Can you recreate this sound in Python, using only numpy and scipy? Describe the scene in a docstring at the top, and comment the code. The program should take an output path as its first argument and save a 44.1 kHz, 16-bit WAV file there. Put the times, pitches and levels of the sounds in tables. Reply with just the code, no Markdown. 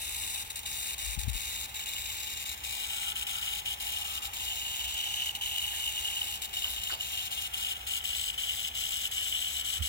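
"""A hand sprayer hisses close to the microphone, a little to the left, misting parrots in garden shrubs.
The jet tears into droplets, tiny bubbles ring the nozzle, and air in the water makes it sputter.
Mist patters on the leaves all around, and a wet wing flicks on the right.
The stereo microphone takes a few soft bumps; a low outdoor rumble lies under it all."""
import sys
import numpy as np
from scipy import signal
from scipy.fft import rfft, irfft
from scipy.io import wavfile
from scipy.ndimage import uniform_filter1d

SR = 44100
rng = np.random.default_rng(int(sys.argv[2]) if len(sys.argv) > 2 else 0)


def generate_wav(sig):
    """Save sig (samples, or channels by samples) to the path in sys.argv[1] as 16-bit PCM at SR."""
    pcm = np.round(np.clip(np.atleast_2d(sig).T, -1, 1) * 32767).astype(np.int16)
    wavfile.write(sys.argv[1], SR, pcm)


N = 435708
TIME = np.arange(N) / SR
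HZ = np.fft.rfftfreq(1024, 1 / SR)[:, None]


def sprayer(idle_flow=.24):
    """The nozzle, close by: the jet breaks into hissing droplets while bubbles ring its main cavity."""
    water = flow()
    t, spray = spectra(droplets(water))
    fizz = blend(white(), clicks(per_s=600, spread_db=3), share=.45)
    fizz *= from_db(2.7 * wander(rate_hz=65))
    bubbles = spectra(fizz * np.hypot(water, idle_flow))[1]
    hiss = hiss_colour(t)
    jet = (spray * hiss * drift(hiss.shape) + bubbles * cavity(t)) * reflection(t)
    jet[0] += spectra(bursts())[1]
    return sound(camera_shade(jet, t))


# Large air pockets that interrupt the jet. Each row: start in seconds, length in seconds.
AIR_POCKETS = [(.429, .071), (.516, .039), (.599, .056), (.947, .032), (1.156, .031), (1.241, .041),
               (1.301, .029), (1.662, .08), (1.843, .014), (2.44, .013), (2.548, .087), (3.125, .03),
               (3.237, .029), (3.604, .051), (3.749, .049), (4.191, .027), (4.281, .051), (5.312, .036),
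               (5.368, .042), (6.378, .039), (6.464, .065), (6.955, .042), (7.28, .025), (7.478, .056),
               (7.735, .131), (7.994, .045), (8.309, .067), (8.689, .059), (9.08, .032), (9.619, .026),
               (9.787, .033)]
# A slug of water inside a long pocket: delay in seconds, half length in seconds, share of air displaced.
WATER_SLUG = (0.034, 0.0082, 0.37)


def flow(fall_s=.013, rise_s=.003, spit=.25, spit_s=.008, slug_after_s=.066):
    """Water flow, 1 when steady: it fades at an air pocket, coughs in a long one, returns with a spit."""
    slug_delay, slug_half, slug_share = WATER_SLUG
    pockets = [(start, length, .85) for start, length in AIR_POCKETS]  # 85% of the flow lost
    stutters = TIME[rng.random(N) < 1.2 / SR]  # small pockets pass at random, about 1.2 a second
    pockets += [(start, .009, .55) for start in stutters]
    water = np.ones(N)
    for start, length, lost in pockets:
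        near = slice(max(round((start - fall_s) * SR), 0), round((start + length + 10 * spit_s) * SR))
        age = TIME[near] - start
        after = age - length
        air = np.clip(age / fall_s + .5, 0, 1) * np.clip(1 - after / rise_s, 0, 1)
        if length > slug_after_s:
            air *= 1 - slug_share * np.exp(-((age - slug_delay) / slug_half) ** 2)
        surge = spit * lost * (after > 0) * np.exp(-abs(after) / spit_s)
        water[near] *= (1 - lost * air) * (1 + surge)
    return water


def droplets(water, flutter_db=1.95, sputter_db=4.5):
    """Droplets tear off the jet; the stream flutters, most when air is mixed in."""
    flutter = flutter_db * wander(rate_hz=167)
    sputter = sputter_db * np.clip(1 - water, 0, 1) * wander(rate_hz=160)
    spray = blend(white(), clicks(per_s=4500, spread_db=5), share=.24)
    return spray * water * from_db(flutter + sputter)


# The broad hiss at close range. 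Each row: frequency in Hz, relative level in dB.
HISS_SPECTRUM = [(300, -29), (1000, -15), (1500, -20.5), (2100, -17.5), (3300, -4), (4100, 6.5),
                 (4500, -3.5), (4950, 1), (6100, -1), (6900, 3.5), (10900, -2.5), (12500, -1),
                 (14000, -0.5), (15600, 0.5)]
# A bright band in the treble. Each row: time in seconds, level in dB.
BRIGHT_BAND = [(0, -70.5), (1.2, -71.5), (2.2, -84.5), (3, -72.5), (4.2, -85), (6.2, -75.5), (7, -86.5),
               (8.1, -73), (9.88, -72.5)]


def hiss_colour(t, hiss_db=-80, swing_db_per_ms=18, bright_cycles=4.585):
    """Broad hiss, louder as the nozzle swings left, with two nozzle resonances and a bright band."""
    broad = from_db(hiss_db + swing_db_per_ms * swing_ms(t) + colour(HISS_SPECTRUM))
    # The lower resonance fades as the jet faces the farther surface, the upper as bubbling takes over.
    lower = from_db(-73.5 - 10 * curves(SURFACES, t)[0]) * resonance(2423, width_hz=210)
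    upper = from_db(-71 - .09 * bubbling_rise_db(t)) * resonance(3736, width_hz=227)
    # The treble reinforces itself where bright_cycles fit into the left port's lead.
    bright_hz = bright_cycles / (curves(NOZZLE_BEARING, t)[0] / 1000)
    bright = from_db(curves(BRIGHT_BAND, t)[0]) * resonance(bright_hz, width_hz=690)
    notch_db = -12 * resonance(3090, width_hz=77)
    trough_db = -4 * resonance(1.234 * bright_hz, width_hz=430)
    return np.sqrt(broad ** 2 + lower ** 2 + upper ** 2 + bright ** 2) * from_db(notch_db + trough_db)


def drift(shape, depth_db=1.3):
    """The colour of the hiss shifts irregularly, in patches of some 300 Hz by half a second."""
    patches = uniform_filter1d(rng.standard_normal(shape), size=7, axis=0)
    patches = uniform_filter1d(patches, size=90, axis=1)
    return from_db(depth_db * patches / patches.std())


# How hard the water bubbles in the nozzle. 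Each row: time in seconds, cavity level in dB.
BUBBLING_LEVEL = [(0, -78), (2.5, -71), (3.1, -61.5), (4.6, -65), (4.95, -62), (6.25, -64), (6.7, -64),
                  (8.1, -60), (9.88, -60)]


def cavity(t, skirt_db=-8):
    """The nozzle's main cavity rings with the bubbles: a core, and a weaker skirt just above it."""
    hz = cavity_pitch(t)
    ring = resonance(hz, width_hz=157) + from_db(skirt_db) * resonance(1.111 * hz, width_hz=93)
    return from_db(curves(BUBBLING_LEVEL, t)[0]) * ring


def bubbling_rise_db(t, brisk_db=-62):
    """How far the bubbling stands above a brisk fizz."""
    return curves(BUBBLING_LEVEL, t)[0] - brisk_db


def cavity_pitch(t, ring_hz=2985, hz_per_db=7.5):
    """The main cavity rises in pitch as the bubbling grows."""
    return ring_hz + hz_per_db * bubbling_rise_db(t)


# Large bubbles bursting in the nozzle. Each row: time in seconds, level in dB.
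LARGE_BUBBLES = [(5.143, -24), (5.273, -23), (5.294, -22.5), (5.353, -26), (5.597, -24), (6.172, -25),
                 (6.218, -23), (6.571, -22), (6.645, -21), (7.010, -24)]


def bursts():
    """Each large bubble rings the main cavity for a few milliseconds."""
    return sum(ping(s, db, cavity_pitch(s), length_s=.0024) for s, db in LARGE_BUBBLES)


# Two surfaces near the jet. Each row: time in seconds, facing (0 nearer, 1 farther), reflection strength.
SURFACES = [(0, 0, 0.47), (2.4, 0.09, 0.22), (4, 0.46, 0.18), (6.2, 0.25, 0.3), (6.8, 0.86, .16),
            (8.1, 1, 0.27)]
# Their delays in seconds, the nearer surface first.
SURFACE_DELAYS = (.001045, .00139)


def reflection(t):
    """A close reflection combs the jet and makes it sound hollow."""
    near, far = (np.exp(-2j * np.pi * HZ * delay) for delay in SURFACE_DELAYS)
    facing, strength = curves(SURFACES, t)
    return 1 + strength * blend(near, far, facing)


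# The jet's likeness at the two microphone ports. Each row: frequency in Hz, correlation from 0 to 1.
JET_LIKENESS = [(800, 0.94), (1500, 0), (2300, 0.98), (3000, 1), (3900, 0.52), (4800, 0.33), (6000, 0.73),
                (7200, 0.93), (11500, 0.46), (15500, 0.6)]
# The right port's colour against the left. Each row: frequency in Hz, gain in dB.
RIGHT_PORT = [(900, 0.5), (1600, 10.5), (2400, 1), (3000, -1.7), (3800, -6), (5200, -11), (7200, -0.6),
              (8800, -7), (10600, -0.5), (15000, -4.5)]
# Shade at the right port. Each row: frequency in Hz, factor on the depth of the shade.
SHADE_DEPTH = [(1500, 0), (3000, 0.4), (4000, 1), (5500, 1.5), (7200, 1.2), (8600, -0.1), (10600, 0),
               (12500, 1.5), (15500, 0.5)]


def camera_shade(jet, t, shade_db_per_ms=56):
    """The far, right port sinks into the shade of the camera body as the nozzle swings left."""
    pair = ports(jet, t, colour(JET_LIKENESS))
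    pair[1] *= from_db(colour(RIGHT_PORT) - colour(SHADE_DEPTH) * shade_db_per_ms * swing_ms(t))
    return pair


# The nozzle waved about, seen from the microphone. Each row: time in seconds, left port's lead in ms.
NOZZLE_BEARING = [(0, .49), (.8, .518), (2.2, .515), (2.8, .574), (3.7, .573), (5.1, .488), (6.4, .513),
                  (7.2, .539), (8.1, .591), (9, .603)]
# Sound bending round the camera body. Each row: frequency in Hz, extra lag on the right in radians.
BODY_LAG = [(500, -1.1), (4500, -1.1), (5200, -.1), (8100, 1.1), (10500, -.85), (15000, .55)]


def ports(z, t, alike):
    """Two unrelated spectra become the microphone's left-right pair, the right one delayed."""
    lag = 2 * np.pi * HZ * curves(NOZZLE_BEARING, t)[0] / 1000 + colour(BODY_LAG)
    return np.array([z[0], blend(z[1], z[0], alike ** 2) * np.exp(-1j * lag)])


def swing_ms(t, middle_ms=.545):
    """How far left of its middle bearing the nozzle is, as extra lead at the left port."""
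    return curves(NOZZLE_BEARING, t)[0] - middle_ms


# The sprayer's hollow body, close by. Each row: time in seconds, level in dB, pitch in Hz.
BODY_HUM = [(0, -77.5, 826), (2.4, -79, 830), (3, -73.5, 820), (6.2, -75.5, 805), (6.8, -78, 776),
            (9.9, -81, 770)]


def sprayer_body(overtone_db=-9):
    """The sprayer's body hums hollowly, with water or air in it."""
    t, noise = spectra(white())
    db, hz = curves(BODY_HUM, t)
    body = resonance(hz, width_hz=58) + from_db(overtone_db) * resonance(1.22 * hz, width_hz=45)
    return sound(ports(noise * body * from_db(db), t, alike=.83))


# Mist settling on the shrubs around the microphone. Each row: frequency in Hz, level in dB per Hz.
MIST_SPECTRUM = [(200, -101), (500, -93), (1150, -88), (1400, -88), (1900, -85.5), (2400, -82.5),
                 (3700, -83.5), (4500, -94), (6800, -90.5), (10000, -95), (15500, -88)]
# Denser foliage. 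Each row: middle in seconds, half length in seconds, level in dB per Hz, centre in Hz.
FOLIAGE_SWELLS = [(3.05, 0.21, -75, 1390), (3.42, 0.13, -74, 1370), (4.17, 0.18, -74, 1250),
                  (7.8, 0.56, -80, 1390), (9.75, .15, -79, 1350)]


def mist_on_leaves():
    """Countless droplets land on the foliage, swelling as the mist sweeps over a dense patch."""
    t, patter = spectra(blend(white(), clicks(per_s=900, spread_db=5), share=.26))
    swells = sum(from_db(db) * np.exp(-((t - s) / half) ** 2) * resonance(hz, width_hz=110)
                 for s, half, db, hz in FOLIAGE_SWELLS)
    return sound(ports(patter * np.hypot(from_db(colour(MIST_SPECTRUM)), swells), t, alike=.56))


# Fat drops on leaves near the microphone. Each row: time in seconds, peak in dB, pitch in Hz.
FAT_DROPS = [(3.033, -33, 2150), (8.042, -37, 2080), (8.546, -38, 1950)]


def leaf_taps():
    """A leaf is well damped, so each fat drop gives only a short tick."""
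    return sum(ping(s, db, hz, length_s=.00098) for s, db, hz in FAT_DROPS)


# A wet wing in the shrubs, to the right of the microphone.
# Each row: start in seconds, level in dB, centre in Hz, width in octaves, decay in seconds.
WING_FLICKS = [(5.73, -68, 1810, .12, 0.031), (6.64, -76.5, 1100, 0.76, 0.063),
               (6.699, -68, 10900, 0.19, 0.02), (6.898, -57, 1550, .35, 0.0096),
               (6.912, -68, 4470, 0.16, 0.037), (6.922, -70.5, 710, .9, 0.038)]


def wing_flicks(rise_s=.0019, left_db=-5):
    """Wet feathers brush the leaves in short puffs of coloured noise."""
    out = np.zeros((2, N))
    noise = spectra(white())[1]
    for start, db, hz, octaves, decay in WING_FLICKS:
        age = np.maximum(TIME - start, 0)
        band = np.exp(-.5 * (np.log2((HZ + 1) / hz) / octaves) ** 2)
        envelope = np.minimum(age / rise_s, 1) * np.exp(-np.minimum(age / decay, 20))
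        out += from_db(db) * sound(noise * band) * envelope
    return out * from_db([[left_db], [0]])


# Soft bumps on the microphone itself.
# Each row: time in seconds, level in dB, pitch in Hz, length in seconds, left minus right in dB.
MICROPHONE_BUMPS = [(1.091, -31.5, 54, .026, 25), (1.177, -33, 136, 0.005, 26), (1.19, -25, 59, 0.011, 30),
                    (1.252, -30, 79, .014, 26), (1.282, -21, 97, 0.0062, 32), (1.301, -25, 64.5, 0.017, 32),
                    (1.355, -26.5, 46, 0.01, 28), (9.813, -24.5, 84, 0.0091, -12),
                    (9.842, -30.5, 67, 0.014, -7)]


def microphone_bumps(knock_hz=200, knock_s=.0039):
    """Each bump is a low wobble of pressure, mostly at one port; the shorter, the more it knocks."""
    out = np.zeros((2, N))
    for s, db, hz, length, pan in MICROPHONE_BUMPS:
        age = TIME - s
        wobble = np.cos(2 * np.pi * hz * age) / np.cosh(np.clip(age / length, -20, 20))
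        knock = ping(s, -13, knock_hz, knock_s) * (2 * knock_s / length) ** 2
        out += from_db([[db + min(pan, 0)], [db - max(pan, 0)]]) * (wobble + knock)
    return out


# The garden's low background. Each row: frequency in Hz, level on the left in dB per Hz.
RUMBLE_SPECTRUM = [(22, -95), (40, -78.5), (52, -73), (62, -68.5), (73, -71), (110, -81.5), (160, -87),
                   (420, -95), (1500, -120)]


def outdoor_rumble(right_db=-1):
    """A low outdoor drone, nearly the same at both ports."""
    shape = from_db(colour(RUMBLE_SPECTRUM, np.fft.rfftfreq(N, 1 / SR)))
    left, other = irfft(rfft(white()) * shape, N)
    return np.array([left, blend(other, left, share=.92) * from_db(right_db)])


def from_db(db):
    """Decibels to gain."""
    return 10 ** (np.asarray(db) / 20)


def colour(rows, at_hz=HZ):
    """A spectrum table read along a log-frequency axis."""
    hz, value = np.transpose(rows)
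    return np.interp(np.log(at_hz + 1), np.log(hz), value)


def curves(rows, t):
    """The columns of a time table at the times t."""
    s, *columns = np.transpose(rows)
    return [np.interp(t, s, column) for column in columns]


def spectra(x):
    """Frame times and short-time spectra of a sound."""
    return signal.stft(x, SR, nperseg=1024, noverlap=768)[1:]


def sound(z):
    """Short-time spectra back to samples."""
    return signal.istft(z, SR, nperseg=1024, noverlap=768)[1][..., :N]


def white():
    """Two unrelated noises of 0 dB per Hz."""
    return rng.standard_normal((2, N)) * np.sqrt(SR / 2)


def wander(rate_hz):
    """Random motion of rms 1, up to about the given rate."""
    rolloff = 1 + (np.fft.rfftfreq(N, 1 / SR) / rate_hz) ** 2
    motion = irfft(rfft(rng.standard_normal(N)) / rolloff, N)
    return motion / motion.std()


def clicks(per_s, spread_db):
    """Two trains of clicks of uneven size, 0 dB per Hz."""
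    size = from_db(spread_db * np.minimum(rng.exponential(1, (2, N)), 3))
    sign = rng.choice([-1, 1], (2, N))
    trains = size * sign * (rng.random((2, N)) < per_s / SR)
    return trains / trains.std() * np.sqrt(SR / 2)


def ping(s, db, hz, length_s):
    """A few cycles of one pitch that swell and die."""
    age = TIME - s
    envelope = np.exp(-np.minimum((age / length_s) ** 2, 20))
    return from_db(db) * np.cos(2 * np.pi * (hz * age + rng.random())) * envelope


def blend(a, b, share):
    """Mixes two unrelated sounds at constant power; share is the power of b."""
    share = np.clip(share, 0, 1)
    return np.sqrt(1 - share) * a + np.sqrt(share) * b


def resonance(centre_hz, width_hz):
    """Gain of a resonance with steep skirts."""
    return 1 / (1 + ((HZ - centre_hz) / width_hz) ** 2)


def scene():
    """The sprayer close to the microphone, the garden behind it."""
    spraying = sprayer() + sprayer_body() + mist_on_leaves() + leaf_taps()
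    return spraying + outdoor_rumble() + microphone_bumps() + wing_flicks()


def record(dry):
    """The recorder cuts the treble off steeply near 16 kHz."""
    lowpass = signal.firwin(511, 15950, window=("kaiser", 9), fs=SR)
    return signal.oaconvolve(dry, lowpass[None], "same")


dry = scene()
out = record(dry)
generate_wav(out)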